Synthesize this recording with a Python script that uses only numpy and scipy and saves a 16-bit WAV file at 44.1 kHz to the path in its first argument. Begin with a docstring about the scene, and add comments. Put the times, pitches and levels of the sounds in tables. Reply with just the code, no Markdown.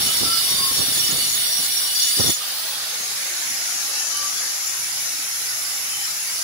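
"""An angle grinder cuts wall tiles in a small bathroom: shaped noise is the rasp of its disc, resonators and
wavering tones are the disc's modes. The disc leaves the cut, speeds up with a rising whine and runs free while
the tool turns away from the wall; filtered noise is its air rush and a decaying sweep sets the whine.
Low turbulent noise buffets the microphone ports, mostly the right, and a faint harmonic drone lies beneath.
"""
import sys
import numpy as np
from scipy import signal
from scipy.fft import rfft, irfft, next_fast_len
from scipy.io import wavfile
from scipy.ndimage import uniform_filter1d, map_coordinates

SR = 44100
rng = np.random.default_rng(int(sys.argv[2]) if len(sys.argv) > 2 else 0)


def wav_record(signal):
    """Record a signal, one row per channel, as 16-bit PCM in the file named by sys.argv[1]."""
    frames = np.transpose(np.atleast_2d(signal))
    bounded = np.clip(frames, -1, 1)
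    # unit amplitude maps onto the largest positive 16-bit level
    quanta = np.round(bounded * 32767).astype(np.int16)
    wavfile.write(sys.argv[1], SR, quanta)


N = 283563

# Rasp level, following the pressure of the disc in the cut: time_s, rasp_db
CUT_PRESSURE = [(0, -24), (0.1, -22.5), (0.6, -22.5), (1.06, -21.5), (1.9, -23.5), (2.06, -23),
                (2.12, -21.5), (2.32, -21), (2.36, -30), (2.42, -33.5)]
# Relative spectrum of the rasp: frequency_hz, density_db_per_hz
RASP_SPECTRUM = [(290, -42), (500, -15.5), (2080, -7), (2550, -8), (2860, -4), (3120, -4), (4610, -0.5),
                 (5800, -4.5), (6330, -13), (6900, -7), (7310, -15.5), (7740, -6), (10300, 3),
                 (12600, -5.5), (15700, -14)]
# Balance of the rasp between the ports: frequency_hz, left_minus_right_db
RASP_BALANCE = [(60, -5.5), (130, -7.5), (290, -7), (640, 1.5), (1410, 0.5), (3100, -4), (6820, 4.5),
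                (15000, -7.5)]
# Disc modes that the grit keeps ringing: frequency_hz, width_hz, relative_level_db
DISC_MODES = [(1780, 63, -18.5), (2140, 42, -12.5), (3446, 79, -7), (3666, 54, -5), (4000, 45, -8.5),
              (4346, 69, -6), (4560, 50, -5), (5920, 80, -13), (7940, 85, -14), (8310, 75, -15),
              (8760, 66, -10), (9300, 80, -11), (10360, 63, -7.5), (10640, 70, -4), (14400, 80, -11),
              (14880, 110, -10), (15520, 100, -8)]
# Loud modes that sing all through the cut, level as at its start:
# first_hz, last_hz, pitch_waver_hz, level_db, left_minus_right_db
SINGING_MODES = [(2960, 2930, 20, -43, -4), (4722, 4722, 14, -44, 0), (5000, 4985, 25, -41, -2),
                 (5560, 5665, 24, -34, -1), (6715, 6755, 30, -39, 4)]
SINGING_FADE_DB = 4.5  # each mode comes and goes by chance
# Tones of the disc and the gears that swell for a moment:
# middle_s, length_s, pitch_hz, louder_port_db, left_minus_right_db
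TONE_SWELLS = [(.05, .11, 5560, -27, 0), (.06, .1, 6720, -31, 6), (.1, .08, 2970, -29, -4),
               (.11, .07, 1303, -36, 5), (.21, .13, 5575, -25, -5), (.25, .07, 5016, -25, 1),
               (.32, .11, 4720, -27, 2), (.325, .14, 1344, -27, 6), (.38, .09, 4546, -26, -10),
               (.38, .17, 5000, -22, -8), (.4, .08, 4340, -30, -4), (.5, .12, 5572, -24, 2),
               (.5, .1, 1078, -39, 12), (.53, .12, 3715, -30, -2), (.59, .15, 3633, -27, -10),
               (.6, .15, 4720, -25, -2), (.655, .15, 1082, -27.5, 16), (.77, .13, 5575, -25, -3),
               (.8, .09, 4550, -30, -6), (.78, .06, 6700, -30, -3), (.86, .07, 5640, -28, 5),
               (.97, .1, 6738, -26, 8), (.97, .09, 3421, -30, 5), (1.01, .055, 5573, -21, 1),
               (1.045, .06, 2978, -27, -12), (1.22, .12, 4530, -30, -4), (1.5, .09, 6790, -32, 7),
               (1.56, .13, 5675, -26, -4), (1.85, .1, 5620, -27, 3), (1.91, .07, 2945, -30, -10),
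               (2, .09, 3421, -29, 7), (2, .12, 4718, -22, 14), (2.025, .07, 4250, -26, -8),
               (2.035, .09, 5635, -24, -5), (2.05, .15, 6755, -27, -3), (2.055, .09, 2929, -29, -12),
               (2.1, .08, 4590, -30, -12), (2.17, .12, 4730, -22.5, 12), (2.22, .07, 1273, -36, -16),
               (2.225, .11, 5648, -19.5, 9), (2.29, .12, 3476, -29, -10), (2.32, .06, 4908, -30, -8),
               (2.33, .08, 6725, -26, 6), (3.985, .16, 2670, -35, 12), (4.1, .08, 6980, -28, 17),
               (4.175, .14, 3040, -35, -8), (4.22, .16, 1166, -31.5, 13), (4.68, .09, 7068, -29, 17),
               (4.85, .06, 2302, -38, 13), (5.75, .18, 7146, -34, 13), (5.98, .23, 3050, -34.5, -13),
               (6.05, .09, 5030, -33, -16), (6.06, .05, 2476, -37, 16), (6.08, .2, 7150, -35, 10),
               (6.27, .07, 4862, -32, -13), (6.285, .1, 2205, -39, 11), (6.29, .06, 4740, -33, -7)]
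SWELL_ROUGH_PER_KHZ = .05  # power share of narrow noise: high swells are rougher
UNALIKE_HZ = 3000  # lower tones reach the two ports more nearly in step

# Air rush of motor and fan: time_s, rush_db
RUSH_LEVEL = [(0, -25), (2.25, -37), (2.33, -48), (2.36, -29), (2.45, -24.5), (2.9, -25), (3.95, -22.5),
              (4.3, -23), (4.8, -23.5), (5.6, -24), (6.43, -24)]
# The tool leaves the wall: time_s, pose (0 to 3, between the four colours below)
TOOL_POSE = [(0, .05), (2.75, 0.077), (3.1, 0.59), (3.45, 0.96), (3.85, 1.8), (4.6, 2.4), (5.3, 2.74),
             (6.43, 2.84)]
# Relative colour of the rush, one list each for the tool in the cut, drawn back, lowered and turned aside:
# frequency_hz, left_db_per_hz, right_db_per_hz
RUSH_COLOURS = [
    [(60, -36, -25), (130, -37, -16), (397, -20, -21), (780, -13.5, -10.5), (1270, -8, -8.5),
     (2270, -8, -12.5), (3420, -8, -2.5), (4700, -3, -1), (5800, -5.5, -7), (7000, -10, -12),
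     (8250, -9, -12.5), (11000, -7.5, -4.5), (13300, -20, -14), (15300, -12.5, -11.5)],
    [(60, -22, -22), (130, -26, -22), (400, -17.5, -19.5), (790, -13, -11.5), (1250, -10, -11),
     (2280, -4.5, -5), (3220, -11, -8.5), (4730, -6.5, -2.5), (5750, -2.5, 0.5), (6900, 1.5, -12),
     (8700, -11, -11.5), (10860, -4, 0), (13200, -22, -15), (15200, -14, -13)],
    [(60, -29, -20), (130, -25, -35), (393, -23, -20.5), (770, -11.5, -14), (1300, -8.5, -9),
     (2330, -8, -10), (3360, -10, -9), (5000, -2.5, 0), (5750, 4, -3), (6900, 2.5, -6.5),
     (8240, -11.5, -15.5), (11140, -6.5, -1), (13300, -34, -18), (14700, -14, -15)],
    [(60, -26, -27), (130, -27, -23.5), (405, -24.5, -26.5), (755, -15.5, -13.5), (1250, -10.5, -11),
     (2320, -5, -9.5), (3150, -11.5, -8.5), (4630, -8.5, -6), (5430, -3, 1.5), (7130, -1, -15),
     (8450, -10.5, -18), (10760, -3.5, 3), (12650, -18, -10), (14200, -14, -11.5)],
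]
# Freed from the cut, the motor runs up fast, then creeps to full speed: mesh_still_to_gain_hz, time_constant_s
RUN_UP_STAGES = [(1400, .54), (518, 1.25)]
FREE_S, FULL_MESH_HZ = 2.37, 7175
# The housing favours some pitches of the gear mesh: mesh_hz, level_db
HOUSING_GAIN = [(5385, -62), (6040, -54), (6250, -44), (6700, -40), (6870, -45.5), (7000, -49), (7170, -51)]
HIGH_ORDER = 2.6  # pitch of the high whine over the gear mesh
HIGH_DB, WHINE_RISE_S = -36.5, .13

# Steady draught, weaker late in the cut: time_s, right_port_db
STEADY_DRAUGHT = [(0, -43), (1.2, -38.5), (1.5, -45.5), (2.15, -50)]
BREEZE_LEFT_DB = -10  # left port relative to the right
# Gusts: middle_s, length_s, right_port_db, left_minus_right_db
GUST_EVENTS = [(0, 0.048, -39, -19), (.06, 0.084, -39, 5.5), (0.237, 0.056, -25.5, -14),
               (0.295, 0.089, -41, -2), (0.534, 0.036, -30, -22), (0.612, 0.046, -35.5, -4),
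               (0.728, 0.031, -33, -24), (0.804, 0.045, -27, -10), (0.884, 0.085, -39, -20),
               (0.98, 0.058, -38, -22), (1.132, 0.079, -33, -28), (1.277, 0.043, -46, -20),
               (1.604, 0.04, -39, -22), (2.205, 0.041, -19, -26), (2.258, 0.029, -21.5, -24),
               (2.294, 0.033, -20.5, -45)]
# Relative spectrum of the turbulence: frequency_hz, density_db_per_hz
TURBULENCE = [(15, -50), (30, -12), (80, 2.5), (150, 2), (400, -2), (650, -11), (1300, -12.5), (3000, -58),
              (6000, -120)]
CALM_S = 2.33  # the disc points away

# Faint steady drone, perhaps a fan nearby: multiple_of_shaft_rate, level_db
DRONE_HARMONICS = [(4, -66), (5, -71), (7, -82), (8, -74), (10, -66.5), (11, -72), (12, -76), (14, -77),
                   (15, -70.5), (26, -62), (28, -64)]
DRONE_HZ = 30.66  # turns a second

# Likeness of the two ports: frequency_hz, correlation (0 to 1)
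PORT_LIKENESS = [(60, 0.88), (180, 0.98), (550, 0.6), (1650, 0.066), (5000, 0.094), (15000, 0.098)]
# Fixed narrow dips in the colour of the whole sound, and a low edge near 40 Hz: centre_hz, width_hz, gain_db
COLOUR_DIPS = [(40, 41, -3.5), (980, 104, -3), (2495, 64, -2.5), (3250, 35, -1.5), (5470, 97, -0.5),
               (13900, 250, -1)]
TOP_HZ = 15750


def cutting():
    """Friction and resonance: grit rasps on the tile and the disc rings in modes that fade in and out."""
    rasp_db, = curves(CUT_PRESSURE)
    t = np.arange(N) / SR
    end_s = CUT_PRESSURE[-1][0]

    grit = ports(patchy(3.6, 2.5, 6.5, size=1024), lag_s=0.000186)
    rasp = unit(filtered(grit, lambda hz: sides(along(RASP_SPECTRUM, hz), along(RASP_BALANCE, hz))))
    ring = unit(filtered(patchy(3.9, 2.5, 5.5, size=1024), disc_resonance))
    chatter = amp(0.42 * wobble(29.15)[0])  # the disc bites unevenly
    out = amp(rasp_db) * chatter * (rasp + amp(-3.0) * ring)

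    depth = np.clip(t / end_s, 0, 1)
    for first_hz, last_hz, waver_hz, db, pan_db in SINGING_MODES:
        hz = first_hz + (last_hz - first_hz) * depth
        level_db = db + rasp_db - CUT_PRESSURE[0][1] + SINGING_FADE_DB * wobble(14)
        pan = np.array([[pan_db], [-pan_db]]) / 2
        level = amp(level_db + pan + 2.5 * wobble(45))
        out += level * tone(hz, waver_hz, rate=110, rough=.6)

    room_decay = amp(-60 * np.clip(t - end_s, 0, None) / 0.22)  # 60 dB in 0.22 s
    return out * room_decay


def disc_resonance(hz):
    """Modal superposition: second-order resonances add with alternating sign."""
    total = 0
    for k, (centre_hz, width_hz, db) in enumerate(DISC_MODES):
        damping = 1j * hz * width_hz
        total = total + (-1) ** k * amp(db) * damping / (centre_hz ** 2 - hz ** 2 + damping)
    return total


def swells():
    """Modulated oscillation: short, slightly unsteady tones under a smooth rise and fall."""
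    t, out = np.arange(N) / SR, np.zeros((2, N))
    drift_s = .00004 * wobble(70)  # wavering delay
    flutter = amp(1.5 * wobble(40))
    fuzz = wobble(90) + 1j * wobble(90)
    turns = rng.random((len(TONE_SWELLS), 2, 1))  # starting phase at each port, in cycles
    for (middle_s, length_s, hz, db, pan_db), turn in zip(TONE_SWELLS, turns):
        span, shape = bump(middle_s, length_s, edge=2.6)
        rough = SWELL_ROUGH_PER_KHZ * hz / 1000
        carrier = np.sqrt(rough) * fuzz[:, span] + np.sqrt(2 - 2 * rough)
        body = shape * flutter[:, span] * carrier
        gains = sides(db - abs(pan_db) / 2, pan_db)[:, None]
        turn = turn[0] + (turn - turn[0]) * min(hz / UNALIKE_HZ, 1)
        cycles = hz * (t[span] + drift_s[:, span]) + turn
        out[:, span] += np.imag(gains * body * np.exp(2j * np.pi * cycles))
    return out


def motor():
    """Flow noise and rotation: the air rush changes colour with the pose; gears and armature whine with speed."""
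    rush_db, = curves(RUSH_LEVEL)
    rush = amp(rush_db + 0.13 * wobble(14)) * air_rush()
    free_s = np.clip(np.arange(N) / SR - FREE_S, 0, None)
    mesh_hz = FULL_MESH_HZ - sum(gain_hz * np.exp(-free_s / slow_s) for gain_hz, slow_s in RUN_UP_STAGES)
    gear_level = sides(along(HOUSING_GAIN, mesh_hz) + 4 * wobble(9)[0], 5.5)
    gear = gear_level * tone(mesh_hz, 27, rate=75, rough=0.64)
    high_level = amp(HIGH_DB + 1.5 * wobble(30))
    high = high_level * tone(HIGH_ORDER * mesh_hz, 30, rate=60, rough=.2, turn=.3)
    return rush + np.clip(free_s / WHINE_RISE_S, 0, 1) * (gear + high)


def air_rush():
    """Spectral interpolation: one turbulent noise, cross-faded between the colours of neighbouring poses."""
    pose_now, = curves(TOOL_POSE)
    # the rush is uneven: long, narrow patches of random gain
    air = ports(patchy(3.64, 2.5, 7.5, size=1024), lag_s=.00006)
    rush = 0
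    for pose, colour in enumerate(RUSH_COLOURS):
        share = np.clip(1 - np.abs(pose_now - pose), 0, 1)
        at_hz, left, right = np.transpose([(17, -50, -50)] + list(colour))
        both = lambda hz: amp([np.interp(np.log(hz + 1), np.log(at_hz), db) for db in (left, right)])
        rush = rush + share * unit(filtered(air, both))
    return rush


def draught():
    """Turbulence: lumpy low noise, unrelated at the two ports, stops when the disc points away."""
    strength = amp(curves(STEADY_DRAUGHT) + [[BREEZE_LEFT_DB], [0]] + 0.83 * wobble(10))
    for middle_s, length_s, db, pan_db in GUST_EVENTS:
        span, shape = bump(middle_s, length_s, edge=1.9)
        strength[:, span] += amp([[db + pan_db], [db]]) * shape
    lumps = amp(3.4 * wobble(90))
    eddies = filtered(lumps * rng.standard_normal((2, N)), lambda hz: amp(along(TURBULENCE, hz)))
    power = np.abs(uniform_filter1d(eddies ** 2, size=1800))
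    eddies = eddies / np.sqrt(power + 1e-9)  # even strength over about 40 ms
    calming = amp(-60 * np.clip(np.arange(N) / SR - CALM_S, 0, None) / .04)  # 60 dB in 0.04 s
    return strength * eddies * calming


def drone():
    """Harmonic series: multiples of one slow shaft, each a little unsteady, alike at both ports."""
    t, out = np.arange(N) / SR, 0
    for multiple, db in DRONE_HARMONICS:
        level = amp(db + 4.1 * wobble(7)[0])
        phase = 2 * np.pi * multiple * DRONE_HZ * t + wobble(7)[0]
        out = out + level * np.sqrt(2) * np.sin(phase)
    return out


def ports(pair, lag_s):
    """Partial coherence: some noise reaches both ports, the left lag_s later; the rest comes off the tiles."""
    def mix(hz):
        alike = along(PORT_LIKENESS, hz)
        return np.array([alike, np.sqrt(1 - alike ** 2)])

    left = filtered(pair[0], lambda hz: np.exp(-2j * np.pi * hz * lag_s))
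    right = filtered(pair, mix).sum(0)
    return np.array([left, right])


def tone(hz, blur_hz, rate, rough, turn=1.47):
    """Phase modulation: a wavering tone mixed with narrow noise; moving reflections turn its phase at each port."""
    phase = 2 * np.pi * np.cumsum(hz + blur_hz * wobble(rate)[0]) / SR + turn * wobble(6)
    fuzz = wobble(rate) * np.sin(phase) + wobble(rate) * np.cos(phase)
    return np.sqrt(2 - 2 * rough) * np.sin(phase) + np.sqrt(rough) * fuzz


def patchy(depth_db, bins, frames, size=256):
    """Time-frequency modulation: two unrelated noises with patches of random gain."""
    z = signal.stft(rng.standard_normal((2, N)), nperseg=size)[2]
    field = uniform_filter1d(rng.standard_normal(z.shape), int(bins), 1)
    field = uniform_filter1d(field, int(frames), 2)
    return signal.istft(z * amp(depth_db * unit(field)), nperseg=size)[1][:, :N]


def wobble(rate):
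    """Band-limited fluctuation: smooth random curves for the two ports, rate knots a second."""
    knots = rng.standard_normal((2, int(N * rate / SR) + 4))
    at = np.arange(N // 32 + 2) * 32 * rate / SR  # spline every 32 samples, straight lines between
    steps = np.array([map_coordinates(k, [at]) for k in knots])
    between = steps[:, :-1, None] + np.diff(steps)[:, :, None] * np.arange(32) / 32
    return between.reshape(2, -1)[:, :N]


def bump(middle_s, length_s, edge):
    """Smooth envelope: a rise and fall, length_s wide at 1/e, and the samples it spans."""
    first = max(0, round((middle_s - length_s) * SR))
    last = min(N, round((middle_s + length_s) * SR))
    offset_s = np.arange(first, last) / SR - middle_s
    return slice(first, last), np.exp(-np.abs(2 * offset_s / length_s) ** edge)


def filtered(x, response):
    """Linear filtering: the spectrum of x times a complex response of frequency."""
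    m = next_fast_len(N + 8192)
    return irfft(rfft(x, m) * response(np.fft.rfftfreq(m, 1 / SR)), m)[..., :N]


def along(points, hz):
    """Logarithmic frequency scale: interpolates (Hz, value) points on a log axis."""
    f, v = np.transpose(points)
    return np.interp(np.log(hz + 1), np.log(f + 1), v)


def curves(rows):
    """Linear interpolation in time: one value per sample for each column after the time."""
    s, *cols = np.transpose(rows)
    return np.array([np.interp(np.arange(N) / SR, s, c) for c in cols])


def sides(db, pan_db):
    """Level difference: gains of the left and right port, pan_db apart."""
    return amp(np.array([db + pan_db / 2, db - pan_db / 2]))


def amp(db):
    """Decibel scale: the amplitude ratio of a level."""
    return np.exp(np.asarray(db) * (np.log(10) / 20))


def unit(x):
    """Normalisation: scales x to a root mean square of one."""
    return x / np.sqrt(np.mean(x ** 2) + 1e-20)


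def scene():
    """Superposition: the pressures of all sources add."""
    return cutting() + swells() + motor() + draught() + drone()


def record(dry):
    """Linear filtering and band limit: narrow dips colour everything and nothing passes from TOP_HZ upwards."""
    def colour(hz):
        dips_db = sum(db * np.exp(-((hz - centre_hz) / width_hz) ** 2) for centre_hz, width_hz, db in COLOUR_DIPS)
        return amp(dips_db) * (hz < TOP_HZ)

    return filtered(dry, colour)


dry = scene()
out = record(dry)
wav_record(out)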